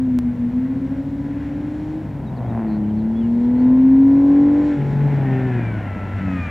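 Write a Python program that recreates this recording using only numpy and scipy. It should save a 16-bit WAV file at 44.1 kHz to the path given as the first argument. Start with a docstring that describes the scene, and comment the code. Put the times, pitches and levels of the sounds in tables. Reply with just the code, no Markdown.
"""Race car in a slalom

A six-cylinder race car pulls, lifts, pulls again with a loud boom, then coasts closer with whining gears.
The exhaust is built from sines locked to the engine, a comb of lines, pulses and puffs of filtered noise.
The engine bay is pulsing noise; the gears, a further car and idling engines are sines.
A small bird whistles in gliding sines, one click is a decaying step, and noise makes the airfield's rumble.
"""
import sys
import numpy as np
from scipy.fft import rfft, irfft, next_fast_len
from scipy.io import wavfile
from scipy.ndimage import map_coordinates

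SR = 44100
rng = np.random.default_rng(int(sys.argv[2]) if len(sys.argv) > 2 else 0)


def store_pcm(level_fs):
    """Save levels as 16-bit WAV."""
    pcm = np.round(np.clip(level_fs, -1, 1) * 32767).astype(np.int16)
    wavfile.write(sys.argv[1], SR, np.atleast_2d(pcm).T)


N = 286650  # samples, 6.5 s


def amp(db):
    """Turn decibels into a plain gain."""
    return 10 ** (np.asarray(db) / 20)


def unit(x):
    """Scale x to an rms of 1."""
    return x / np.sqrt(np.mean(x ** 2) + 1e-20)


def since(s):
    """Seconds from s on, negative before it."""
    return np.arange(N) / SR - s


def curves(rows):
    """One value per sample for each column after the time, in straight lines between the rows."""
    s, *columns = np.transpose(rows)
    return [np.interp(np.arange(N) / SR, s, column) for column in columns]


def wobble(rate):
    """A smooth random curve with rate knots a second."""
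    at = np.arange(N) * rate / SR
    coarse = at[::64]  # a smooth curve needs few points; straight lines fill the rest
    knots = rng.standard_normal(int(at[-1]) + 4)
    return np.interp(at, coarse, map_coordinates(knots, [coarse]))


def coloured(x, points):
    """Filter x with the (Hz, dB) gains so that nothing sounds before its cause, then set the rms to 1."""
    size = 2 * next_fast_len(N // 2 + 8192)
    hz, db = np.transpose(points)
    log_hz = np.log(np.fft.rfftfreq(size, 1 / SR) + 1)
    gain = amp(np.interp(log_hz, np.log(hz), db))
    # folding the cepstrum gives the filter minimum phase
    cepstrum = irfft(np.log(gain + 1e-6))
    cepstrum[1:size // 2] *= 2
    cepstrum[size // 2 + 1:] = 0
    response = np.exp(rfft(cepstrum))
    return unit(irfft(rfft(x, size) * response)[..., :N])


def tone(turns):
    """A sine of rms 1 that starts anywhere in its cycle."""
    return np.sqrt(2) * np.sin(2 * np.pi * (turns + rng.random()))


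def puffs(firings, depth):
    """Noise that swells once per firing."""
    swell = np.exp(depth * np.cos(2 * np.pi * firings))
    return unit(rng.standard_normal(N) * swell)


def pulses(firings, cylinder_db, scatter_db, jitter=.035, count=3):
    """One pulse per firing; every cylinder has its own strength and burns a little early or late."""
    index = np.arange(1, int(firings[-1]))
    moment = index + jitter * rng.standard_normal(len(index))
    at = np.interp(moment, firings, np.arange(N)).astype(int)
    strength_db = np.array(cylinder_db)[index % count] + scatter_db * rng.standard_normal(len(index))
    return np.bincount(at, amp(strength_db), N)


# Engine speed. Each row: time in seconds, speed in engine cycles per second.
ENGINE_SPEED = [(0.0, 43.3), (0.25, 40.4), (0.49, 40.3), (0.76, 45.2), (0.92, 46), (1.54, 48.3),
                (2.01, 52.4), (2.23, 45.5), (2.41, 41.5), (2.51, 38.8), (2.7, 35.9), (2.84, 34.9),
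                (3.48, 40.6), (4.09, 45.75), (4.67, 49.3), (4.82, 47), (5.1, 47.9), (5.3, 43.9),
                (5.47, 42.5), (5.92, 31.9), (6.17, 32.6), (6.5, 28.2)]
# Loudness of the engine bay, shared with the gears. Each row: time in seconds, relative level in dB.
BAY_LOUDNESS = [(0.3, -53.5), (0.97, -50.5), (1.04, -55), (1.44, -48.5), (2.25, -54.5), (2.68, -50),
                (2.94, -56), (3.65, -49), (4.18, -49), (4.75, -42.5), (4.88, -44.5), (5.39, -39),
                (6.0, -42.5), (6.5, -37.5)]


def race_car():
    """Every part of the car follows the engine's cycle of two crank turns, and the throttle."""
    cycle_hz, bay_db = curves(ENGINE_SPEED)[0], curves(BAY_LOUDNESS)[0]
    opening, even = throttle()
    cycles = np.cumsum(cycle_hz) / SR
    bank_firings = 3 * cycles  # three of the six cylinders make one bank
    pipe = exhaust(cycles, bank_firings, opening, even)
    return pipe + engine_bay(bank_firings, bay_db) + gears(cycles, cycle_hz, bay_db)


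# Exhaust note, swelling and fading as the car turns and nears.
# Each row: time in seconds, relative level in dB.
NOTE_LOUDNESS = [(0.0, -17.5), (0.16, -14.5), (0.22, -22), (0.27, -14.5), (0.36, -21.5), (0.63, -16.5),
                 (0.74, -22.5), (1.07, -25.5), (2.01, -25.5), (2.04, -33.5), (2.68, -21.5), (3.29, -18),
                 (3.84, -9.5), (4.45, -11.5), (4.82, -20), (5.05, -17), (5.56, -19), (6.03, -29.5),
                 (6.3, -20), (6.5, -29.5)]
# The pipe's rasp. Each row: time in seconds, relative level in dB.
RASP_LOUDNESS = [(0.35, -44.5), (2.15, -42), (2.49, -36), (3.33, -38.5), (3.74, -33.5), (3.81, -37.5),
                 (4.63, -31.5), (4.77, -38.5), (5.4, -34), (6.5, -38)]


def exhaust(cycles, bank_firings, opening, even, bank_db=-0.66):
    """The open throttle booms; as it shuts, the note of one bank takes over and the pipe burbles."""
    note = amp(curves(NOTE_LOUDNESS)[0])
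    rough = amp(curves(RASP_LOUDNESS)[0] - 1.4)
    pulling, snarl, bark = pick_ups()
    coasting = amp(bank_db) * note * np.cos(np.pi / 2 * opening)
    # hypot adds sounds by power; the fixed levels keep a little of each always present
    bank = np.hypot(coasting, amp(-37.5))
    boom = np.hypot(note * pulling, amp(-38.5))
    third = np.hypot(snarl, np.hypot(amp(-17.5) * coasting, amp(-8.5) * rough * even))
    burble = np.hypot(amp(-34.5), np.hypot(amp(-9.5) * coasting, amp(2) * bark))
    crackle = np.hypot(bark, amp(-14.5) * rough)
    tones = pipe_tones(cycles, bank, boom, third)
    return tones + rasp(cycles, bank_firings, even, rough, crackle, burble)


def pedal(s, length, travel_s=.07):
    """1 while the pedal is held, with a short travel at each end."""
    inside = np.minimum(since(s), -since(s + length))
    return np.clip(inside / travel_s + .5, 0, 1)


# Presses of the throttle, for the next two functions.
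# Each row: start in seconds, length in seconds, opening from 0 to 1,
# evenness that the burning settles to from 0 to 1, boom in dB relative to the exhaust note
# before the opening scales it, snarl in dB before it rises and fades, bark in dB at its peak.
PRESSES = [(-1.02, 3.06, 1, .42, -1.8, -50, -61), (2.55, 2.23, 1, .88, -.3, -27, -37),
           (5.24, .38, .33, .08, -.5, -27.5, -40.5), (6.19, .21, .72, .12, -1.2, -24, -47)]


def throttle(settle_s=0.32, unsettle_s=0.28, coast_evenness=0.027):
    """The throttle's opening, and how evenly the engine burns: it settles under load, breaks up after a lift."""
    opening, even = np.zeros(N), np.zeros(N)
    for s, length, depth, settled, *_ in PRESSES:
        opening += depth * pedal(s, length)
        held, lifted = np.maximum(since(s), 0), np.maximum(since(s + length), 0)
        even += settled * (1 - np.exp(-held / settle_s)) * np.exp(-lifted / unsettle_s)
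    return np.clip(opening, 0, 1), np.clip(even, coast_evenness, 1)


def pick_ups(snarl_rise_s=.12, snarl_fade_db_per_s=16.5, bark_lag_s=0.017, bark_width_s=0.22):
    """Gains of the boom, the flaring snarl and the bark around pick-up, for all throttle presses."""
    boom, snarl, bark = np.zeros(N), np.zeros(N), np.zeros(N)
    for s, length, depth, _, boom_db, snarl_db, bark_db in PRESSES:
        age, held = np.maximum(since(s), 0), pedal(s, length)
        boom += amp(boom_db) * np.sin(np.pi / 2 * depth) * held
        rise = np.minimum(age / snarl_rise_s, 1)
        snarl += amp(snarl_db - snarl_fade_db_per_s * age) * rise * held
        bark += amp(bark_db) * np.exp(-(since(s + bark_lag_s) / bark_width_s) ** 2)
    return boom, snarl, bark


def pipe_tones(cycles, bank_gain, boom_gain, third_gain, flutter_db=0.74, shake_db=1.1, overtone_db=-26):
    """Sines at one bank's firing rate, at that of all six cylinders, and at the bank's 3rd and 6th harmonics."""
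    bank, boom, third, sixth = [tone(k * cycles) for k in (3, 6, 9, 18)]
    overtone = amp(overtone_db + 2.2 * wobble(8)) * sixth
    note = bank_gain * amp(shake_db * wobble(30)) * (bank + overtone)
    snarl = third_gain * amp(shake_db * wobble(30)) * third
    return boom_gain * amp(flutter_db * wobble(45)) * boom + note + snarl


# Colour of the bark. Each row: frequency in Hz, gain in dB.
BARK_COLOUR = [(250, -27), (480, -10.5), (660, 2), (820, 0), (1000, -8), (1250, -14.5), (1700, -16.5),
               (2300, -26.5), (4000, -61.5)]
# Colour of the puffing gas. Each row: frequency in Hz, gain in dB.
GAS_COLOUR = [(200, -23), (360, -4.5), (500, -2), (650, 0.5), (800, -3.5), (1020, -4.5), (1200, -17),
              (1500, -23.5), (2500, -44.5), (5000, -80.5)]
# Colour of the burble at the tailpipe. Each row: frequency in Hz, gain in dB.
BURBLE_COLOUR = [(40, -47.5), (85, -15), (130, 0.5), (190, 3), (260, -0.5), (360, -11), (480, -20),
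                 (800, -63)]


def rasp(cycles, bank_firings, even, rasp_gain, bark_gain, burble_gain):
    """Even burning growls; uneven burning puffs gas, with bark pulses and a low burble on top."""
    shots = pulses(bank_firings, cylinder_db=[1, -1.5, .3], scatter_db=2.5)
    bark = bark_gain * coloured(shots, BARK_COLOUR)
    gas = amp(-1.0) * coloured(puffs(bank_firings, depth=0.28), GAS_COLOUR)
    burble = burble_gain * coloured(puffs(bank_firings, depth=0.87), BURBLE_COLOUR)
    steady = amp(5.5) * growl(cycles)
    return rasp_gain * (np.sqrt(even) * steady + np.sqrt(1 - even) * gas) + bark + burble


# Unequal cylinders fill the gaps between the main notes.
# Each row: multiple of the cycle rate, relative level in dB.
GROWL_LINES = [(4, -6.5), (5, 0), (7, -5), (8, -4), (10, -8), (11, -10), (12, -5.5), (13, -14), (14, -17),
               (15, -13), (16, -15.5), (17, -13), (18, -20), (19, -20), (20, -24), (21, -15), (22, -21.5),
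               (23, -20.5), (24, -16.5), (25, -21.5), (27, -19)]
# Resonances of the pipe. Each row: frequency in Hz, gain in dB.
PIPE_COLOUR = [(100, -4.5), (200, 0), (330, 0.5), (420, -1), (490, 2.5), (580, 2), (700, -4.5), (820, 3.5),
               (1050, 3), (1200, -8.5), (1500, -27)]


def growl(cycles, drift_db=3, waver=0.027):
    """A dense comb of lines slides through the pipe's resonances, drifting in level and wavering in phase."""
    comb = np.zeros(N)
    for k, db in GROWL_LINES:
        comb += amp(db + drift_db * wobble(5)) * tone(k * cycles + waver * wobble(25))
    return coloured(comb, PIPE_COLOUR)


# Colour of the valve clatter. Each row: frequency in Hz, gain in dB.
CLATTER_COLOUR = [(700, -34.5), (1150, -9), (1350, 2.5), (1750, 3.5), (2100, 1), (2500, -5), (3000, -11),
                  (4000, -26), (6000, -46.5)]
# Colour of the air hiss. Each row: frequency in Hz, gain in dB.
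HISS_COLOUR = [(2200, -24.5), (3300, 7), (4300, 3), (5000, -3), (5500, 1), (6400, -5.5), (7200, -2),
               (8000, -12.5), (11000, -18), (15500, -25.5)]
# Loudness of the air hiss. Each row: time in seconds, relative level in dB.
HISS_LOUDNESS = [(0.3, -72.5), (1.92, -67.5), (2.23, -74.5), (3.19, -72.5), (3.41, -67), (3.47, -69.5),
                 (4.57, -65), (4.67, -60), (4.76, -65), (5.38, -65.5), (5.89, -69.5), (6.46, -62.5),
                 (6.48, -67)]


def engine_bay(firings, bay_db):
    """Valve clatter and air hiss from the open engine bay: noise that swells slightly with each firing."""
    clatter_gain = amp(bay_db - 0.4 + 0.82 * wobble(30))
    clatter = clatter_gain * coloured(puffs(firings, depth=0.098), CLATTER_COLOUR)
    hiss_gain = amp(curves(HISS_LOUDNESS)[0] + 4.0 + .8 * wobble(18))
    return clatter + hiss_gain * coloured(puffs(firings, depth=0.13), HISS_COLOUR)


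# Meshing gears. Each row: multiple of the cycle rate, level in dB relative to the engine bay
# before the casing and the overall trim.
GEAR_MESHES = [(41.55, -0.5), (62, -5), (83, -2)]
# Resonances of the gearbox casing. Each row: frequency in Hz, gain in dB.
CASING_COLOUR = [(1150, -4), (1280, 0.5), (1380, .5), (1520, -4), (1800, -2.5), (2050, -3.5), (2180, -7.5),
                 (2320, 2.5), (2450, -3.5), (2620, -10.5), (3200, -24), (4000, -33)]


def gears(cycles, cycle_hz, bay_db, flicker_db=2.5, backlash=.06, from_s=5.17, rise_s=.15):
    """On the long overrun, teeth whine unsteadily in step with the crank, swelling at casing resonances."""
    hz, casing_db = np.transpose(CASING_COLOUR)
    whine = np.zeros(N)
    for k, db in GEAR_MESHES:
        level_db = db + np.interp(k * cycle_hz, hz, casing_db) + flicker_db * wobble(22)
        whine += amp(level_db) * tone(k * cycles + backlash * wobble(60))
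    fade_in = np.clip(since(from_s) / rise_s, 0, 1)
    return fade_in * amp(bay_db - 1.5) * whine


# The further car. Each row: time in seconds, boom frequency in Hz, level in dB.
FURTHER_CAR = [(0, 250, -36.5), (.45, 235, -28.5), (.62, 241.3, -31.5), (.85, 262, -27), (1.05, 265.1, -31),
               (1.6, 268, -33.5), (2, 285.3, -40.5), (2.6, 284.5, -60.5)]


def rival(overtone_db=-19):
    """A further car's boom, a sine and its octave, beats against the near one."""
    hz, db = curves(FURTHER_CAR)
    turns = np.cumsum(hz) / SR
    return amp(db) * (tone(turns) + amp(overtone_db) * tone(2 * turns))


# Bird notes. Each row: start in seconds, length in seconds, start, middle and end frequency in Hz,
# level in dB before the note's swell, rms trill depth in Hz (a minus sign flips the trill).
BIRD_NOTES = [(2.264, 0.036, 4050, 3770, 3920, -57, -2.5), (2.364, .03, 4800, 4100, 3250, -59.5, 0),
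              (2.455, .03, 3190, 3300, 3340, -61, 2), (2.488, .03, 3850, 3750, 3630, -63.5, 0),
              (2.67, .115, 4450, 4161, 4420, -61, 202), (2.838, .02, 3090, 2990, 2960, -62, 0),
              (2.894, .025, 3350, 3100, 2830, -60, -2), (2.962, 0.067, 4522, 4150, 3634, -64.5, 114),
              (3.145, .075, 3230, 3400, 3290, -56.5, -1), (3.199, .072, 3350, 2960, 2800, -57.5, 1),
              (3.43, 0.025, 4170, 4100, 4050, -65.5, 1), (3.536, .1, 4070, 4300, 4620, -66, 112)]


def bird(trill_hz=150, unsteady=0.39):
    """Short whistles glide along a curve through three pitches, some with a buzzy, uneven trill."""
    out = np.zeros(N)
    trill = tone(trill_hz * np.arange(N) / SR + unsteady * wobble(120))
    for s, length, start_hz, middle_hz, end_hz, db, depth_hz in BIRD_NOTES:
        u = np.linspace(0, 1, int(length * SR), endpoint=False)
        span = slice(int(s * SR), int(s * SR) + len(u))
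        glide = np.polyfit([0, .5, 1], [start_hz, middle_hz, end_hz], 2)
        hz = np.polyval(glide, u) + depth_hz * trill[span]
        swell = np.sqrt(np.sin(np.pi * u))
        out[span] += amp(db) * swell * tone(np.cumsum(hz) / SR)
    return out


def click(at_s=.1887, step_db=-15.5, relax_s=0.00082):
    """One sharp click: a sudden step that relaxes at once."""
    t = since(at_s)
    return -amp(step_db) * (t >= 0) * np.exp(-np.abs(t) / relax_s)


# Idling engines. Each row: frequency in Hz, level in dB before it lopes up and down.
IDLING_ENGINES = [(52.5, -48.5), (70, -41), (105, -38), (139, -46.5)]
# Colour of the airfield's rumble. Each row: frequency in Hz, gain in dB.
FIELD_COLOUR = [(20, -16.5), (35, -14.5), (55, -2), (85, -4.5), (130, -3.5), (220, -2), (400, -15.5),
                (1000, -27.5), (3000, -39.5), (6000, -53.5), (15000, -60.5)]


def paddock(hunt=0.11, lope_db=2.5, field_db=-37):
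    """Idling engines, sines unsteady in level and phase, over the broad noise rumble of the airfield."""
    t = np.arange(N) / SR
    idle = np.zeros(N)
    for hz, db in IDLING_ENGINES:
        idle += amp(db + lope_db * wobble(14)) * tone(hz * t + hunt * wobble(5.6))
    return idle + amp(field_db) * coloured(rng.standard_normal(N), FIELD_COLOUR)


def side_air():
    """Faint air: unrelated filtered noise at each side."""
    colour = [(100, 0), (900, -5), (2000, -30.5), (6000, -29), (15000, -33.0)]  # Hz, dB
    return amp(-53.5) * coloured(rng.standard_normal((2, N)), colour)


def scene():
    """Everything in the middle, apart from the faint air at the sides."""
    return race_car() + rival() + bird() + click() + paddock() + side_air()


# Colour of the two microphone ports. Each row: frequency in Hz, left minus right in dB.
PORT_DIFFERENCE = [(25, -2), (70, 0), (140, 2), (270, 0.8), (380, 0.7), (500, -5.5), (680, -0.5),
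                   (950, 0.5), (1300, 4), (1900, 1.26), (9000, -1.5)]


def record(dry, top_hz=15750):
    """The two microphone ports differ a little in colour, and nothing above the band limit is kept."""
    size = next_fast_len(N + 8192)
    hz = np.fft.rfftfreq(size, 1 / SR)
    port_hz, port_db = np.transpose(PORT_DIFFERENCE)
    difference_db = np.interp(np.log(hz + 1), np.log(port_hz), port_db)
    ports = amp(np.array([[.5], [-.5]]) * difference_db)  # half to each side
    return irfft(rfft(dry, size) * ports * (hz < top_hz), size)[..., :N]


dry = scene()
out = record(dry)
store_pcm(out)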